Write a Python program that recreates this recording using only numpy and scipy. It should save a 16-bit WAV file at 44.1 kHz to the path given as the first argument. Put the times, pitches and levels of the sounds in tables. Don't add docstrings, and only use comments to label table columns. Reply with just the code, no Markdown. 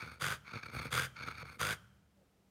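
import sys
import numpy as np
from scipy import signal
from scipy.fft import rfft, irfft
from scipy.io import wavfile
from scipy.ndimage import uniform_filter1d

SR = 44100
rng = np.random.default_rng(int(sys.argv[2]) if len(sys.argv) > 2 else 0)


def rack_gain(trim_db):
    fader = np.asarray(trim_db, float)
    return 10 ** (fader / 20)


def persist_wave(psi):
    counts = np.round(np.clip(psi, -1, 1) * 32767).astype(np.int16)
    wavfile.write(sys.argv[1], SR, np.atleast_2d(counts).T)


N = 110250

# (frequency [Hz], density [dB per Hz])
TONE_SPECTRUM = [(18, -26), (30, 4.5), (160, -11), (197, -14.5), (270, -8.5), (307, -7), (728, -13),
                 (1050, -17.5), (15500, -32.5)]
TONE_DB, HUM_HZ, HUM_DB = -73, 196.6, -75.5
# (frequency [Hz], decay time t60 [s])
ROOM_DECAY = [(70, 3.6), (140, 3.3), (400, .6), (1500, 0.54), (4000, 0.24), (12000, 0.67)]
ROOM_DB, MIC_CUT_HZ = -25, 54

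# (time [s], pitch [Hz], level [dB])
WHIMPER = [
    (2.12, 610, -97),
    (2.172, 591, -83.5),
    (2.22, 549, -71.5),
    (2.249, 452, -79),
    (2.29, 445, -90),
]

SWELL_POWER, WEAK_LOBE = 1.3, 0.65
RASP_HZ, RASP_DB = 260, 1
JET_EASE_S, CRACK_DB = 0.0046, -20
# (frequency [Hz], width [Hz], level [dB])
NOSTRIL_JET = [(8610, 120, 8), (8990, 600, 7.5), (10070, 530, 2), (11380, 820, 0.5), (12600, 230, -15),
               (13350, 3600, -5)]

# (start [s], length [s], effort [dB], palate flaps [Hz], nose pitch at the start [Hz])
SNORTS = [
    (0.201, 0.14, -35.5, 48.15, 1438),
    (.91, 0.14, -33.5, 43.72, 1407),
    (1.593, 0.14, -34.5, 52.65, 1330),
]
RISE_S, SAG_DB, FALL_DB_PER_S = 0.028, -6.5, 537
BUILD_DB, BUILD_SHARE = -2, 0.48
NOSE_END_HZ, FIRST_SLAP_S = 1540, 0.023
SNORT_JITTER, SNORT_DEPTH, SNORT_SPREAD_DB = 0.05, 0.66, 1.2
SNORT_SLAP_DB, SNORT_HISS_DB = -9.5, -13
# (frequency [Hz], width [Hz], level [dB])
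NOSE = [(1490, 144, 7), (2040, 710, -4.5), (3430, 496, -6), (4750, 350, -8.5), (6490, 1200, -14.5),
        (486, 86, -5), (1210, 200, 0), (783, 900, -15)]
# (frequency [Hz], width [Hz], level [dB])
CHEST = [(75.6, 7.6, -9), (104.4, 77, 3), (127.8, 20.6, 8.5), (199, 45.3, -15.5), (342.6, 260, -9.5),
         (430, 36.7, -25)]
# (frequency [Hz], width [Hz], level [dB])
SIGH = [(1553, 260, 0.5), (3130, 220, -6), (2300, 1300, -17.5), (600, 600, -14), (125, 40, 6),
        (5500, 2900, -24)]
SIGH_DB, SIGH_FADE_DB_PER_S = -23, 82
DRONE_HZ, DRONE_DB, DRONE_FADE_DB_PER_S = 70.7, -29, 29

# (time [s], airflow [dB], palate slap [dB re airflow], nostril hiss [dB re airflow])
FIRST_GROWL = [
    (0, -48, -1, -21),
    (.025, -49, -3.5, -23),
    (.06, -50, -3.5, -20.5),
    (.13, -53, -10.5, -19),
    (.152, -58, -4.5, -13.5),
    (.165, -61.5, -3.5, -24.5),
    (.19, -66, 0, -20),
]
# (time [s], airflow [dB], palate slap [dB re airflow], nostril hiss [dB re airflow])
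GROWLS = [
    [(0.44, -68, -16, -26), (0.478, -51.5, -11, -28), (0.488, -52.5, -14, -28), (0.558, -49.5, 0.5, -24.5),
     (0.618, -52.5, -15.5, -26.5), (0.664, -48, -3, -21), (0.672, -61, 3.5, -19), (0.7, -49.5, -4, -34)],
    [(0.7, -53, -20, -34), (0.708, -59.5, -4, -22), (0.744, -47.5, 0.5, -13), (0.802, -46, -6, -23),
     (0.828, -46.5, -8, -16), (0.862, -47.5, -1, -17), (0.88, -46.5, -9, -21), (0.9, -63.5, 10, -22.5)],
    [(1.13, -80.5, 9, -18.5), (1.168, -51.5, -14.5, -31), (1.172, -54, -12, -27), (1.25, -44.5, -6.5, -26),
     (1.272, -47.5, -5.5, -18), (1.28, -43, -2.5, -25), (1.318, -52.5, -13, -20), (1.335, -51.5, -2, -33)],
]
# (time [s], airflow [dB], palate slap [dB re airflow], nostril hiss [dB re airflow])
LAST_GROWL = [
    (1.335, -52.5, -1, -22),
    (1.36, -48, -14.5, -24),
    (1.42, -51, 3, -19.5),
    (1.435, -61.5, 6, -32),
    (1.46, -54.5, -8, -20),
    (1.51, -51, -7.5, -18),
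    (1.56, -54.5, -6.5, -14),
    (1.575, -64, 20, -12),
]
GROWL_FLAPS_HZ, GROWL_JITTER, GROWL_DEPTH, GROWL_SPREAD_DB = 54.7, 0.32, 0.41, 3
# (frequency [Hz], width [Hz], level [dB])
THROAT = [(1338, 258, -0.5), (2275, 214, -1), (3570, 400, -16), (4400, 336, -11), (5420, 260, -22),
          (6390, 420, -22.5), (884, 430, -15)]
THROAT_WOBBLE = 0.012
# (frequency [Hz], width [Hz], level [dB])
BELLY = [(73.7, 9.8, 0), (108.3, 37, -3.5), (140, 45.7, 0.5), (216, 64, -4), (322.5, 116, -11),
         (436.4, 75, -12)]
# (time [s], air burst [dB re airflow], thump [dB re slaps])
CATCHES = [(0.117, 2, 6.5), (0.517, -6, -9), (0.536, 7, 5.5), (0.555, -1.5, 5), (0.575, 3.5, -6),
           (0.633, 7, 7), (0.663, 0.5, -5.5), (.766, -2, 6.5), (.798, 6, 6.5), (0.818, 3, 4),
           (0.854, -4, 8), (1.167, 2.5, 1), (1.208, -2.5, 6.5), (1.286, 3.5, 3.5), (1.313, 7, 7),
           (1.381, -1.5, 1.5), (1.427, 5, 4)]
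CATCH_S = 0.004


def read(points, hz):
    f, value = np.transpose(points)
    return np.interp(np.log(hz + 1), np.log(f + 1), value)


def evened(x):
    return x / np.sqrt(np.mean(x ** 2) + 1e-20)


def wander(hz):
    lowpass = signal.butter(2, hz, fs=SR, output="sos")
    return evened(signal.sosfilt(lowpass, rng.standard_normal(N)))


def resonate(x, hz, width_hz):
    r = np.exp(-np.pi * width_hz / SR)
    if np.ndim(hz) == 0:
        return 2 * signal.lfilter([1 - r], [1, -r * np.exp(2j * np.pi * hz / SR)], x).real
    turn = np.exp(2j * np.pi * np.cumsum(hz) / SR)
    return 2 * (turn * signal.lfilter([1 - r], [1, -r], x / turn)).real


def room_tone():
    spectrum = rfft(rng.standard_normal(N))
    hiss = irfft(spectrum * rack_gain(read(TONE_SPECTRUM, np.fft.rfftfreq(N, 1 / SR))), N)
    hum = resonate(rng.standard_normal(N), HUM_HZ, 4)
    return rack_gain(TONE_DB + 0.8 * wander(2.4)) * evened(hiss) + rack_gain(HUM_DB) * evened(hum)


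def room(x):
    taps = np.zeros(SR)
    at = np.arange(300, SR - 20, 20)
    taps[at + rng.integers(0, 20, len(at))] = rng.choice([-1., 1.], len(at))
    hz, t, z = signal.stft(taps, SR, nperseg=512)
    decay = rack_gain(-60 * t / read(ROOM_DECAY, hz)[:, None])
    tail = signal.istft(z * decay, SR, nperseg=512)[1]
    return signal.fftconvolve(x, tail / np.linalg.norm(tail))[:N]


def whimper():
    t = np.arange(N) / SR
    s, hz, db = np.transpose(WHIMPER)
    whistle = evened(resonate(rng.standard_normal(N), np.interp(t, s, hz), 30))
    return rack_gain(np.interp(t, s, db, left=-140, right=-140)) * whistle


def tract(x, peaks, glide=1, air=0, count=1):
    total = 0
    for k, (hz, width_hz, db) in enumerate(peaks):
        hz = hz * (glide if k < count else 1)
        width_hz = 1.58 * width_hz
        source = x + air * rng.standard_normal(N)
        total = total + rack_gain(db) * resonate(resonate(source, hz, width_hz), hz, width_hz)
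    return total


def palate(start, flaps_hz, jitter, depth, spread_db):
    turns = (np.arange(N) / SR - start) * flaps_hz + jitter * wander(18.78) + 500
    turns = np.maximum.accumulate(turns)
    size = rack_gain(spread_db * rng.standard_normal(2000))[turns.astype(int)]
    depth = np.clip(depth, 0, 1)
    lobes = (2 * turns % 1) ** SWELL_POWER * np.where(turns % 1 < 0.5, WEAK_LOBE, 1)
    gate = uniform_filter1d(size * (1 - depth + 2.85 * depth * lobes), size=40)
    slaps = np.diff(np.floor(turns), append=np.floor(turns[-1])) * size
    return gate * rack_gain(RASP_DB * wander(RASP_HZ)), slaps


def breath(gate, slaps, airway, body, glide, flow_db, slap_db, hiss_db, moving=1):
    slaps = evened(slaps)
    jet_gate = uniform_filter1d(gate, size=max(round(JET_EASE_S * SR), 1))
    push = rack_gain(flow_db + slap_db) * (slaps + 0.39 * rng.standard_normal(N))
    thump = tract(push, body) / np.sqrt(np.mean(tract(slaps, body) ** 2))
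    hiss = evened(tract(rack_gain(CRACK_DB) * slaps, airway, glide, gate, count=moving))
    jet = evened(tract(0, NOSTRIL_JET, 0.94, jet_gate))
    return rack_gain(flow_db) * (hiss + rack_gain(hiss_db) * jet) + thump


def snort(start, length, effort_db, flaps_hz, nose_hz):
    u = np.arange(N) / SR - start
    share = np.clip(u / length, 0, 1)
    late = np.maximum(u - length, 0)

    build_db = BUILD_DB * np.maximum(1 - share / BUILD_SHARE, 0)
    blow = rack_gain(build_db + SAG_DB * share ** 3 - FALL_DB_PER_S * late) + 1e-7
    rise = np.clip(u / RISE_S + 0.42, 1e-6, 1) ** 2
    flow_db = effort_db + 20 * np.log10(blow * rise)
    depth = SNORT_DEPTH * (1 - share ** 6)
    gate, slaps = palate(start + FIRST_SLAP_S, flaps_hz, SNORT_JITTER, depth, SNORT_SPREAD_DB)
    glide = (nose_hz + (NOSE_END_HZ - nose_hz) * share) / NOSE[0][0]
    blast = breath(gate, slaps, NOSE, CHEST, glide, flow_db, SNORT_SLAP_DB, SNORT_HISS_DB)

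    sigh = rack_gain(effort_db + SIGH_DB - SIGH_FADE_DB_PER_S * late) * evened(tract(0, SIGH, 0.91, 1))
    drone = np.sin(2 * np.pi * DRONE_HZ * u + 0.8 * wander(7.4))
    drone = rack_gain(effort_db + DRONE_DB - DRONE_FADE_DB_PER_S * late) * drone
    return blast + share * (sigh + drone)


def growl(rows):
    t = np.arange(N) / SR
    s, flow_db, slap_db, hiss_db = np.transpose(rows)
    flow_db = np.interp(t, s, flow_db, left=-140, right=-140)
    slap_db, hiss_db = np.interp(t, s, slap_db), np.interp(t, s, hiss_db)
    gate, slaps = palate(s[0], GROWL_FLAPS_HZ, GROWL_JITTER, GROWL_DEPTH, GROWL_SPREAD_DB)
    for at, burst_db, thump_db in CATCHES:
        gate = gate + rack_gain(burst_db) * np.exp(-((t - at) / CATCH_S) ** 2)
        slaps = slaps + rack_gain(thump_db) * (np.arange(N) == round((at + CATCH_S / 2) * SR))
    wobble = 1 + THROAT_WOBBLE * wander(25)
    return breath(gate, slaps, THROAT, BELLY, wobble, flow_db, slap_db, hiss_db, moving=len(THROAT) - 3)


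def scene():
    growls = sum(growl(rows) for rows in [FIRST_GROWL] + GROWLS + [LAST_GROWL])
    snorts = sum(snort(*row) for row in SNORTS)
    dog = whimper() + snorts + growls
    return (room_tone() + rack_gain(ROOM_DB) * room(dog) + dog)[None]


def band_limit(x):
    return signal.sosfilt(signal.butter(12, 15710, fs=SR, output="sos"), x)


def record(dry):
    bass_cut = signal.butter(4, MIC_CUT_HZ, "high", fs=SR, output="sos")
    mix = signal.sosfilt(bass_cut, dry)
    return band_limit(mix)


dry = scene()
out = record(dry)
persist_wave(out)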